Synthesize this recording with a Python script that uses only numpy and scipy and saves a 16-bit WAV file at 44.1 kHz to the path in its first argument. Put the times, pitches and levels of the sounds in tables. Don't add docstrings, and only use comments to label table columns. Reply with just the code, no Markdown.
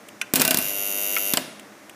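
import sys
import numpy as np
from scipy import signal
from scipy.fft import rfft, irfft
from scipy.io import wavfile
from scipy.ndimage import uniform_filter1d

SR = 44100
rng = np.random.default_rng(int(sys.argv[2]) if len(sys.argv) > 2 else 0)


def transcribe(u):
    v = np.clip(np.atleast_2d(u).T, -1, 1)
    q = np.round(v * 32767).astype(np.int16)
    wavfile.write(sys.argv[1], SR, q)


N = 85995
T = np.arange(N) / SR
BLOW_RISE_S, CLICK_RISE_S = 0.000095, 0.0021
BUZZ_HZ, BUZZ_START_S, BUZZ_STOP_S, SETTLE_S = 100.07, 0.5932, 1.329, 0.08


def gain(db):
    return 10 ** (np.asarray(db) / 20)


def unit(x):
    return x / np.sqrt(np.sum(x ** 2) + 1e-18)


def level(x, db, span_s=0.021):
    return unit(x) * gain(db) * np.sqrt(span_s * SR)


def look_up(hz, table, column):
    table = np.array(table)
    return np.interp(np.log(hz + 1), np.log(table[:, 0]), table[:, column])


def colour(x, table):
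    size = 2 * len(x)
    curve = gain(look_up(np.fft.rfftfreq(size, 1 / SR), table, 1))
    cepstrum = irfft(np.log(curve))
    cepstrum[1:size // 2] *= 2
    cepstrum[size // 2 + 1:] = 0
    return irfft(rfft(x, size) * np.exp(rfft(cepstrum)))[:len(x)]


def band(x, low_hz, high_hz, order=3):
    edges = [low_hz, min(high_hz, SR / 2 - 1)]
    return signal.sosfilt(signal.butter(order, edges, "bandpass", fs=SR, output="sos"), x)


def flatten(x, size):
    return irfft(np.exp(1j * np.angle(rfft(x, size))))[:len(x)]


def burst(rise_s, decay_s, tail_s=1., tail_db=-200, passes=4):
    t = T[:4096]
    fade = np.exp(-t / decay_s) + gain(tail_db) * np.exp(-t / tail_s)
    shape = (1 - np.exp(-(t + 1 / SR) / rise_s)) * fade + 1e-12
    x = rng.standard_normal(len(t)) * shape
    for _ in range(passes):
        x = flatten(x, len(x))
        x = x * shape / np.sqrt(np.abs(uniform_filter1d(x ** 2, size=48)) + 1e-14)
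    return x


def tones(table, rise_s, pitch_ratio=1):
    t = T[:N // 3]
    ringing = sum(gain(db) * np.exp(-np.log(1000) * t / ring_s) * np.sin(2 * np.pi * hz * pitch_ratio * t)
                  for hz, db, ring_s in table)
    return ringing * (1 - np.exp(-t / rise_s))


def add(out, start_s, x):
    i = int(start_s * SR)
    out[i:i + len(x)] += x[:N - i]


# pitch_hz, relative_db
AIR_COLOUR = [(24, -89), (40, -107), (86, -18.5), (321, 4.5), (373, 0), (746, -1), (933, -5.5),
              (1030, -2.5), (1460, -4.5), (1960, -4.5), (3140, -14.5), (3470, -14), (4340, -17),
              (5990, -13.5), (8070, -18), (15000, -23.5)]
# pitch_hz, level_db
ROOM_HUMS = [(115, -68.5), (207, -57), (312, -61.5), (595, -59)]

def background():
    hum = sum(level(band(rng.standard_normal(N), hz - 4, hz + 4, order=1), db, N / SR)
              for hz, db in ROOM_HUMS)
    air = colour(rng.standard_normal(N), AIR_COLOUR)
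    return level(air, db=-47.5, span_s=N / SR) + hum


# pitch_hz, ring_s, level_db
WALLS = [(129, 0.79, -2), (366, 0.82, -3), (1070, 0.75, -8.5), (2670, 0.72, -6.5), (7600, 0.62, -10),
         (14300, 0.31, -12.5)]

def room_echo(x):
    t = T[:N // 2 * 2]
    hz = np.fft.rfftfreq(len(t), 1 / SR)
    noise = rfft(rng.standard_normal(len(t)))
    build_up = 1 - np.exp(-(t / 0.0021) ** 2)
    tail = 0
    for low_hz in 90 * 2. ** np.arange(8):
        middle_hz = low_hz * np.sqrt(2)
        octave = irfft(noise * ((hz >= low_hz) & (hz < 2 * low_hz)))
        fade = np.exp(-np.log(1000) * t / look_up(middle_hz, WALLS, 1))
        tail += octave * unit(fade * build_up) * gain(look_up(middle_hz, WALLS, 2))
    return signal.fftconvolve(x, tail)[:N]


# pitch_hz, relative_db
TICK_COLOUR = [(300, -8), (1200, -6), (3000, 8.5), (4500, -13.5), (8000, 0.5), (15000, -9)]
# start_s, level_db
HANDLING_TICKS = [(0.085, -45), (1.595, -45.5), (1.8942, -45)]

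def handling():
    out = np.zeros(N)
    for start_s, db in HANDLING_TICKS:
        tick = colour(burst(CLICK_RISE_S, decay_s=0.003), TICK_COLOUR)
        add(out, start_s, level(tick, db))
    return out


# base_pitch_hz, relative_db
SNAP_COLOUR = [(150, -26), (350, -25), (720, -17), (1000, -20.5), (1550, -3.5), (1850, -11), (2450, 1),
               (3000, -6.5), (3900, -15.5), (6000, -15.5), (10500, -16), (15000, -28)]
# base_pitch_hz, relative_db, ring_s
SWITCH_TONES = [(1083, -13, 0.12), (1470, -5, 0.1), (1618, 1, 0.076), (2460, 14, 0.021), (2800, 0.5, 0.065),
                (3066, 5, 0.035), (3606, 2.5, 0.035), (4850, -6, 0.021), (6060, 5, 0.032)]
# start_s, level_db, pitch_ratio, top_hz
SWITCH_CLICKS = [(0.2134, -26.5, 0.97, 15000), (1.1635, -26.5, .9, 4300), (1.172, -32.5, .86, 3000)]

def switch():
    out = np.zeros(N)
    for start_s, db, pitch_ratio, top_hz in SWITCH_CLICKS:
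        snap = burst(CLICK_RISE_S, decay_s=0.0021, tail_s=0.0068, tail_db=-9.5)
        snap = colour(snap, [(hz * pitch_ratio, boost_db) for hz, boost_db in SNAP_COLOUR])
        ringing = gain(db) * tones(SWITCH_TONES, CLICK_RISE_S, pitch_ratio)[:len(snap)]
        add(out, start_s, band(level(snap, db) + ringing, 250, top_hz, order=2))
    return out


# pitch_hz, relative_db, ring_s
STOP_TONES = [(588, -23.5, 0.069), (700, -23.5, 0.054), (999, -31, 0.07), (3016, -17, 0.029),
              (5280, -9.5, 0.0059), (4770, -12, 0.012), (7520, -10.5, 0.0094), (7820, -15, 0.02)]
# start_s, level_db
PLUNGER_FALLS = [(0.3969, -2), (1.3721, 1.5)]

def back_stop():
    out = np.zeros(N)
    for start_s, db in PLUNGER_FALLS:
        add(out, start_s, gain(db) * tones(STOP_TONES, BLOW_RISE_S))
    return out


# start_s, level_db
BOUNCES = [(0.3514, -31), (0.3615, -21), (0.4008, -28), (0.4231, -29)]

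def bounces():
    out = np.zeros(N)
    for start_s, db in BOUNCES:
        tick = band(burst(BLOW_RISE_S, decay_s=0.00048), 5900, 15500, order=1)
        add(out, start_s, level(tick, db))
    return out


# pitch_hz, relative_db, ring_s
CASE_TONES = [(153.5, -37, 0.36), (221.5, -46, 0.25), (261.7, -23.5, 0.25), (354, -39, 0.16),
              (505.2, -38, 0.49)]
# base_pitch_hz, relative_db, ring_s
PLATE_TONES = [(651.5, -23.5, 0.13), (727, -32, 0.17), (1532, -23.5, 0.093), (2463, -21, 0.055),
               (2503, -25, 0.025), (2775, -14, 0.046), (2894, -18.5, 0.039)]
# start_s, thud_db, knock_db, clack_db, tick_db, decay_s, case_db, plate_db
PLUNGER_BLOWS = [(0.3369, -22, -25.5, -22, -20, 0.0017, -19, -8.5),
                 (0.3563, -41, -24.5, -20, -20.5, 0.009, 3.5, -3),
                 (0.398, -27, -27, -25, -30, 0.012, -6, -3), (0.411, -31, -26, -31, -26, 0.0017, -3.5, -8),
                 (0.4165, -38, -22, -18, -18, 0.0026, -4.5, -5),
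                 (0.45, -34.5, -26.5, -23, -21.5, 0.0039, -5.5, -3),
                 (0.4776, -31.5, -31.5, -23, -22.5, 0.002, -3.5, 1.5),
                 (0.508, -32.5, -25, -19.5, -20.5, 0.004, -9, 2),
                 (0.5442, -28, -26.5, -22.5, -23.5, 0.0021, -6.5, -8.5),
                 (0.5717, -39.5, -32.5, -23.5, -22.5, 0.0022, -8, -13),
                 (0.586, -34, -31.5, -41, -23.5, 0.0026, -24, -13.5),
                 (1.3358, -26, -26, -22, -22.5, 0.0036, -41, -15),
                 (1.3718, -40, -24.5, -24.5, -29, 0.0017, -6.5, -11.5)]

def plunger():
    hits, thuds = np.zeros(N), np.zeros(N)
    t, thud_hz = T[:N // 10], 251
    thud = band(np.sin(2 * np.pi * thud_hz * t) * t * np.exp(-t / 0.001), 151, 520, order=2)
    for start_s, thud_db, knock_db, clack_db, tick_db, decay_s, case_db, plate_db in PLUNGER_BLOWS:
        clack = burst(BLOW_RISE_S, decay_s, tail_s=0.0073, tail_db=-18, passes=1)
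        knock = burst(BLOW_RISE_S, decay_s * 3.48, passes=2)
        tick = burst(BLOW_RISE_S, decay_s, tail_s=0.0073, tail_db=-18, passes=0)
        plate_ratio = 1 + 0.009 * rng.standard_normal()
        add(thuds, start_s, level(thud, thud_db - 1))
        add(hits, start_s, level(band(knock, 389, 3180), knock_db - 2))
        add(hits, start_s, level(band(clack, 3180, 9220), clack_db - 3))
        add(hits, start_s, level(band(tick, 9220, 16900), tick_db + 1))
        add(hits, start_s, gain(case_db) * tones(CASE_TONES, rise_s=0.017))
        add(hits, start_s, gain(plate_db) * tones(PLATE_TONES, rise_s=0.003, pitch_ratio=plate_ratio))
    return hits, thuds


# multiple_of_buzz_pitch, level_db
FRAME_TONES = [(2, -58), (3, -50), (4, -48), (5, -48), (6, -44.5), (7, -48), (8, -56), (9, -55),
               (10, -53.5), (12, -54), (14, -49)]

def frame_hum():
    grow = 1 - np.exp(-np.maximum(T - BUZZ_START_S, 0) / SETTLE_S)
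    fade = np.exp(-np.maximum(T - BUZZ_STOP_S, 0) / 0.0052)
    phases = rng.uniform(0, 2 * np.pi, len(FRAME_TONES))
    hum = sum(gain(db) * np.sqrt(2) * np.sin(2 * np.pi * multiple * BUZZ_HZ * T + phase)
              for (multiple, db), phase in zip(FRAME_TONES, phases))
    return grow * fade * hum


# pitch_hz, relative_db
FRAME_COLOUR = [(88, -57), (190, -8.5), (600, -4.5), (1150, -23), (1400, -11.5), (1700, -20), (2100, -7.5),
                (2620, -8), (2800, 1.5), (2920, -7), (3200, -7), (3500, -19), (3750, -7.5), (4000, -23),
                (4400, -19), (4750, -9), (5000, -22.5), (5500, -12), (5700, -6), (6000, -9.5), (6300, -3.5),
                (6600, -15), (6950, -1.5), (7180, -8), (7550, -24), (7800, -15), (8700, -10.5), (9700, -10),
                (10000, -6), (10700, 0), (11100, -12), (11500, 1.5), (11900, 3), (12600, -2), (13200, -3),
                (14100, -1.5), (14600, -8), (15300, -9)]
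# time_s, relative_db
TAP_STRENGTH = [(.6, -2), (.66, 2), (.72, -1), (.85, 0.5), (.98, 1), (1.15, 2.5), (1.32, 1)]

def buzz():
    times_s = np.arange(BUZZ_START_S, BUZZ_STOP_S, 1 / BUZZ_HZ)
    time_scatter, force_scatter = rng.standard_normal((len(times_s), 2)).T
    looseness = np.exp(-(times_s - BUZZ_START_S) / SETTLE_S)
    force_db = np.interp(times_s, *np.array(TAP_STRENGTH).T) + force_scatter * (0.5 + 3 * looseness)
    times_s += time_scatter * (2.5e-6 + 7e-5 * looseness)
    taps, offsets = np.zeros(N), np.arange(-8, 9)
    for start_s, force in zip(times_s, gain(force_db)):
        pulse = np.sinc(offsets - start_s * SR % 1) * np.hanning(len(offsets))
        add(taps, start_s, force * pulse)
    sharp = band(burst(rise_s=0.0004, decay_s=0.0009, tail_s=0.0033, tail_db=-5), 7300, 17600, order=6)
    body = band(burst(rise_s=0.0017, decay_s=0.0036), 120, 7300, order=6)
    frame = colour(flatten(sharp + body, 2 * len(body)), FRAME_COLOUR)
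    one_tap = band(unit(frame), 1170, SR / 2)
    rattle = signal.fftconvolve(taps, one_tap)[:N]
    loudness = np.sqrt(np.abs(signal.fftconvolve(taps ** 2, one_tap ** 2)[:N]))
    rasp = colour(rng.standard_normal(N) * loudness, FRAME_COLOUR)
    return level(rattle + gain(-5.5) * rasp, db=-26, span_s=BUZZ_STOP_S - BUZZ_START_S)


def scene():
    buzzing = buzz()
    hits, thuds = plunger()
    solenoid = buzzing + hits + bounces()
    clicks = switch() + handling()
    echo = room_echo(solenoid + gain(-4.5) * thuds + gain(-10) * clicks)
    return (background() + echo + clicks + back_stop() + thuds + frame_hum() + solenoid)[None]


def record(dry):
    ceiling, top_hz = 0.72, 15250
    rounded = ceiling * np.tanh(dry / ceiling)
    return signal.sosfilt(signal.ellip(10, .2, 80, top_hz, fs=SR, output="sos"), rounded)


dry = scene()
out = record(dry)
transcribe(out)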